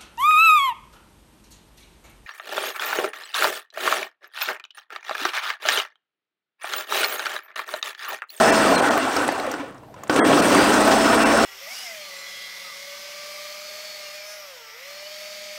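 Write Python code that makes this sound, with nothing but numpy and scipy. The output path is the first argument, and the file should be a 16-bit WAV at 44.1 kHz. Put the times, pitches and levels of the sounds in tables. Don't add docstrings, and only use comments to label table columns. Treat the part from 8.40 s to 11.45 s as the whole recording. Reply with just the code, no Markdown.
import sys
import numpy as np
from scipy import signal
from scipy.fft import rfft, irfft
from scipy.io import wavfile
from scipy.ndimage import uniform_filter1d

SR = 44100
rng = np.random.default_rng(int(sys.argv[2]) if len(sys.argv) > 2 else 0)


def to_wav(sig):
    pcm = np.clip(np.atleast_2d(sig), -1, 1) * 32767
    pcm = np.round(pcm).astype(np.int16)
    wavfile.write(sys.argv[1], SR, pcm.T)


def amplitude_ratio(level_db):
    exponent = np.asarray(level_db, float) / 20
    return 10 ** exponent


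N = 134505

OFF_S, ON_S = .22, 1.698


def rms_one(x):
    return x / np.sqrt(np.mean(x ** 2) + 1e-20)


def in_time(rows):
    return np.interp(np.arange(N) / SR, *np.transpose(rows))


def at_hz(points, hz):
    point_hz, point_db = np.transpose(points)
    return np.interp(np.log(hz), np.log(point_hz), point_db)


def drift(rate):
    every = 40
    r = np.exp(-2 * every * np.pi * rate / SR)
    white = rng.standard_normal(N // every + 2002)
    slow = signal.lfilter([1], [1, -2 * r, r * r], white)[2000:]
    return np.interp(np.arange(N) / every, np.arange(len(slow)), rms_one(slow))


def lowpass(x, order, hz):
    return signal.sosfilt(signal.butter(order, hz, fs=SR, output="sos"), x)


def highpass(x, order, hz):
    return signal.sosfilt(signal.butter(order, hz, "high", fs=SR, output="sos"), x)


def bandpass(x, order, low, high):
    return signal.sosfilt(signal.butter(order, [low, high], "band", fs=SR, output="sos"), x)


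def resonance(x, hz, width):
    r = np.exp(-np.pi * width / SR)
    poles = [1, -2 * r * np.cos(2 * np.pi * hz / SR), r * r]
    return signal.lfilter([(1 - r * r) / 2, 0, (r * r - 1) / 2], poles, x)


def banded_noise(spectrum, patchy_db, shared_db=0):
    out, white = 0, rng.standard_normal((2, N))
    edges = np.geomspace(25, 17000, 34)
    for k, (low, high) in enumerate(zip(edges, edges[1:])):
        middle = np.sqrt(low * high)
        if spectrum[0][0] * .8 < middle < spectrum[-1][0] * 1.1:
            band = bandpass(white[k % 2], 3, low, high)
            out = out + amplitude_ratio(at_hz(spectrum, middle) + patchy_db * drift(16.4)) * band
    return rms_one(out * amplitude_ratio(shared_db))


# pitch in Hz, level in dB.
MURMUR = [(28, 7), (60, 1), (110, 12.5), (300, 8), (700, 8), (2400, -16), (6000, -21), (15500, -26)]


def murmur():
    return amplitude_ratio(-47) * banded_noise(MURMUR, patchy_db=2.5)


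# start in seconds, crack peak in dB, thud in dB, crack centre in Hz.
KNOCKS = [(.835, -28, -30, 11000), (.85, -30, -33, 11000), (1.635, -31, -37, 14000),
          (1.116, -26, -40, 13500), (0.469, -33, -26, 10000), (0.664, -29, -30, 11000),
          (.7, -32, -35, 14000), (.728, -30, -41, 10000), (.74, -30, -30, 13000), (1.28, -46, -47, 11000),
          (1.38, -40, -48, 5000), (1.563, -52, -36, 6500), (1.671, -40, -27.5, 4000),
          (1.876, -20, -14, 12000), (2.023, -13.5, -20, 8900), (2.208, -18, -16, 8200),
          (2.248, -22, -20, 13000), (2.27, -28, -20, 10000), (2.34, -24, -26, 8000),
          (2.454, -18, -20, 8500), (2.607, -25, -24, 9000), (2.999, -29, -27, 11000),
          (.506, -28, -21, 8500), (0.576, -17, -8, 14000), (0.765, -7, -10, 4900), (.82, -22, -18, 9000),
          (.878, -13, -11.5, 8700), (.889, -24, -9, 5100), (.921, -24, -14, 11000),
          (0.998, -15.5, -15, 3980), (1.065, -26, -18, 9500), (1.114, -15.5, -38, 5900),
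          (1.139, -23, -15.5, 5100), (1.199, -41, -30, 13000), (1.308, -43, -49, 9500),
          (1.345, -40, -47, 7000), (1.434, -49, -40, 8000), (1.487, -55, -50, 6000),
          (1.541, -37, -34, 6000), (1.635, -25, -27.5, 6300), (1.677, -28, -45, 7550),
          (1.696, -11, -3, 4550), (1.742, -17, -23, 7000), (1.761, -11.5, -7, 8100), (2.147, -9, -11, 8100),
          (2.304, -20, -3.5, 11000), (2.476, -15, -8.5, 12000), (2.517, -23, -9, 13400),
          (2.745, -18.5, -26, 11500)]


def knocks():
    crack_t60_s, thud_t60_s, rise_s = .025, .021, .00072
    crack_trim_db, thud_trim_db = -11.5, -4
    out, t = np.zeros(N + SR), np.arange(4000) / SR
    rise = 1 - np.exp(-t / rise_s)
    draws = rng.standard_normal((len(KNOCKS), 2, len(t)))
    for (s, db, thud_db, hz), (bright, dull) in zip(KNOCKS, draws):
        bright = highpass(bright, 2, .55 * hz)
        coloured = resonance(resonance(bright, hz, .54 * hz), hz, .54 * hz)
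        crack = rms_one(bright) * .46 + rms_one(coloured)
        thud = rms_one(bandpass(dull, 2, 200, 1900))
        crack = amplitude_ratio(db + crack_trim_db - 60 * t / crack_t60_s) * crack
        thud = amplitude_ratio(thud_db + thud_trim_db - 60 * t / thud_t60_s) * thud
        i = int(s * SR)
        out[i:i + len(t)] += rise * (crack + thud)
    return out[:N]


# start in seconds, pitch in Hz, peak in dB, time to fade by 60 dB in
# seconds.
GULPS = [(.41, 604, -7.5, .02), (.424, 500, -5, 0.024), (.495, 662, -13.5, 0.11), (.48, 1850, -20.5, 0.21),
         (.507, 690, -7.5, 0.022), (.535, 290, -14.5, 0.12), (.77, 1310, -8.5, 0.017), (.79, 299, -17, .08),
         (.879, 590, -14, 0.029), (.8885, 790, -4, 0.018), (.888, 1770, -16, .03), (0.886, 316, -12, 0.04),
         (.925, 613, -16, 0.032), (1.002, 296, -38, 0.072), (1.075, 513, -15, 0.048),
         (1.194, 286, -22, 0.17), (1.23, 536, -26, 0.1), (1.433, 1010, -33.5, 0.027),
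         (1.486, 740, -39, .03), (1.541, 990, -31.5, 0.043), (1.575, 290, -54, 0.086),
         (1.634, 1110, -26, 0.037), (1.696, 1515, -12, 0.065), (1.786, 276, -8, 0.07),
         (1.79, 1690, -14, .1), (1.82, 1940, -19, 0.086)]


def gulps():
    t, out = np.arange(N) / SR, np.zeros(N)
    for s, hz, db, t60 in GULPS:
        age = np.maximum(t - s, 0)
        swell = 1 - np.exp(-age / (.03 * t60))
        out += amplitude_ratio(db - 60 * age / t60) * swell * np.sin(2 * np.pi * hz * age)
    return out


# time in seconds, motor contact bars passing per second (Hz).
SPEED = [(0, 5210), (.2, 5235), (.31, 4555), (.39, 4040), (.5, 3390), (.7, 2390), (.92, 1470), (1.2, 680),
         (1.42, 60), (1.69, 60), (1.8, 2300), (1.9, 3370), (2.02, 4290), (2.16, 4655), (2.31, 4960),
         (2.6, 5255), (2.8, 5340), (3.05, 5395)]


def motor_speed():
    bars_hz = in_time(SPEED)
    return bars_hz, bars_hz / SPEED[-1][1]


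# pitch in Hz, level in dB.
ROAR = [(28, -69), (70, -19), (150, -35), (220, -8), (650, -3.5), (900, -6.5), (1500, -9), (2500, -23)]
# pitch in Hz, width in Hz, level in dB.
JAR = [(395, 35, -8), (505, 35, -5), (659, 35, -3), (780, 40, -6), (966, 35, -8), (1085, 60, -4),
       (1290, 60, -5), (1435, 60, -6), (1760, 90, -10), (2290, 120, -13), (2660, 60, -13), (2930, 60, -18),
       (3240, 70, -18)]


def roar(churn_db, share, since_on_s):
    surge = rng.standard_normal(N) * amplitude_ratio(2.0 * drift(20))
    rung = 0
    for hz, width, db in JAR:
        rung = rung + amplitude_ratio(db - 10 + 2.0 * drift(25)) * rms_one(resonance(surge, hz, width))
    rung = lowpass(rung, 2, 4500)
    kick_db = 5.5 * (since_on_s > 0) * np.exp(-np.abs(since_on_s) / .68)
    boom = amplitude_ratio(-6 - .5 * share ** 8 + kick_db) * rms_one(resonance(surge, 290.6, 41))
    tumble = banded_noise(ROAR, patchy_db=3.0, shared_db=.82 * drift(21.5))
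    out = amplitude_ratio(churn_db - 2.5) * (tumble + rung + boom)
    slack = np.clip(.6 * 2 * (1 - share), 0, 1) * (since_on_s < 0)
    return out - slack * resonance(out, 176, 83)


# pitch in Hz, level in dB.
HISS = [(2000, -10), (2600, 2.5), (3600, 2), (6000, 2.5), (7000, -1), (9200, -7.5), (11000, -19),
        (15800, -10.5)]
# pitch in Hz, width in Hz, level in dB.
SHELL = [(6040, 630, -17), (8040, 320, -14), (8490, 540, -8)]


def hiss(churn_db, share, since_on_s):
    air = rng.standard_normal((2, N))
    shell = 0
    for hz, width, db in SHELL:
        shell = shell + amplitude_ratio(db + 2.6 * drift(38)) * rms_one(resonance(air[0], hz, width))
    spray = amplitude_ratio(-26 - 3 * drift(45)) * highpass(air[1], 4, 11800)
    out = banded_noise(HISS, patchy_db=1.1, shared_db=1.6 * drift(32)) + shell + spray
    out = out - .35 * resonance(out, 11000, 1300)
    top_db = churn_db.max()
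    swing_db = 1.25 * (churn_db - top_db)
    spin_up_db = -2 * (.5 - share) * (since_on_s > 0)
    return amplitude_ratio(top_db + swing_db - 14.5 + spin_up_db) * out


# time in seconds, level in dB.
CHURN = [(0, -14), (.2, -15.5), (.45, -17.5), (.68, -22), (.8, -20.5), (.97, -26), (1.15, -29), (1.22, -34),
         (1.3, -40.5), (1.42, -53), (1.52, -61), (1.58, -44.5), (1.692, -43.5), (1.7, -20.5), (1.8, -16),
         (2.1, -15), (2.5, -15.5), (3.05, -16.5)]


def liquid():
    churn_db, share = in_time(CHURN), motor_speed()[1]
    since_on_s = np.arange(N) / SR - ON_S
    return roar(churn_db, share, since_on_s) + hiss(churn_db, share, since_on_s)


# pitch in Hz, width in Hz, level in dB.
HOUSING = [(2780, 300, -1), (3300, 250, -8), (4230, 350, -2), (4680, 330, 1), (5240, 130, 0),
           (5370, 160, -5), (7600, 800, -4), (8750, 700, 3), (9600, 700, -1), (10700, 400, -9),
           (13500, 900, -3), (14500, 900, -5)]


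def housing(hz):
    power = 0
    for centre, width, db in HOUSING:
        power = power + amplitude_ratio(2 * db) / (1 + (2 * (hz - centre) / width) ** 2) ** 2
    return np.sqrt(power)


# multiple of the rotation, level at full speed in dB.
LOW_TONES = [(1, -26), (2, -35), (3, -23.5), (6, -38), (12, -43)]
# multiple of the rotation, level at full speed in dB.
WHINE_TONES = [(24, -35), (48, -45), (72, -43), (96, -52)]


def motor():
    bars, gear = 24, 4.1
    t = np.arange(N) / SR
    bars_hz, share = motor_speed()
    turn_hz = bars_hz / bars * (1 + .001 * drift(12))
    phase = 2 * np.pi * np.cumsum(turn_hz) / SR
    on = uniform_filter1d(((t < OFF_S) | (t > ON_S)) * 1., size=3000)

    low = amplitude_ratio(-43 + 1.5 * drift(4.8)) * np.sin(phase / gear)
    for k, db in LOW_TONES:
        coast_db = -9 * (1 - on) * (k > 1)
        low = low + amplitude_ratio(db + coast_db + 1.5 * drift(1.7)) * np.sin(k * phase)
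    out = low * share ** 4.5

    for k, db in WHINE_TONES:
        hz = k * turn_hz
        gain = housing(hz) * amplitude_ratio(db + 3.2 * drift(12)) * share ** .35
        gain = gain * np.clip((16500 - hz) / 3000, 0, 1)
        gain = gain * np.clip(4 * share, 0, 1)
        out = out + gain * np.sin(k * phase)

    mains_hz, inrush_s = 120, .22
    inrush_db = 11 * (t > OFF_S) * np.exp(-((t - ON_S - inrush_s) * 2 / inrush_s) ** 2)
    buzz = amplitude_ratio(-49 + inrush_db + 2 * drift(8)) * on ** 2 * np.sin(2 * np.pi * mains_hz * t)
    return np.sqrt(2) * (out + buzz)


def scene():
    return (motor() + liquid() + knocks() + gulps() + murmur())[None]


# middle in seconds, length in seconds, depth in dB, lowest pitch lost in Hz.
DROPOUTS = [
    (.115, .013, -17, 2000),
    (.37, .015, -15, 1500),
    (.413, .013, -14, 2000),
    (.498, .015, -14, 2000),
    (1.822, .048, -55, 2150),
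    (2.014, .012, -14, 1700),
    (2.847, .018, -14, 1700),
]
SPARED_HZ = [
    [2347, 2670, 3219, 4371, 5232],
    [1733, 2336, 4155, 4425, 8397],
    [4392, 4672, 8494],
    [8550],
    [3250, 8280, 8620],
    [2400],
    [2336, 2680],
]


def dropouts(dry):
    t, hz = np.arange(N) / SR, np.arange(N // 2 + 1) * SR / N
    out, edge_s = dry.copy(), .006
    for (s, length, db, above_hz), lines_hz in zip(DROPOUTS, SPARED_HZ):
        spared = amplitude_ratio(6) * sum(np.exp(-((hz - f) / 60) ** 2) for f in lines_hz)
        lost = np.clip((hz - above_hz) / 100, 0, 1) + (hz < 140)
        lost_sound = irfft(rfft(dry) * lost * (1 - spared), N)
        during = np.clip((length / 2 - np.abs(t - s)) / edge_s + .5, 0, 1)
        out -= (1 - amplitude_ratio(db)) * during * lost_sound
    return out


def roll_off(x):
    return signal.sosfilt(signal.butter(12, 15840, fs=SR, output="sos"), x)


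def record(dry):
    mix = highpass(dropouts(dry), 2, 38)
    return roll_off(mix)


dry = scene()
out = record(dry)
to_wav(out)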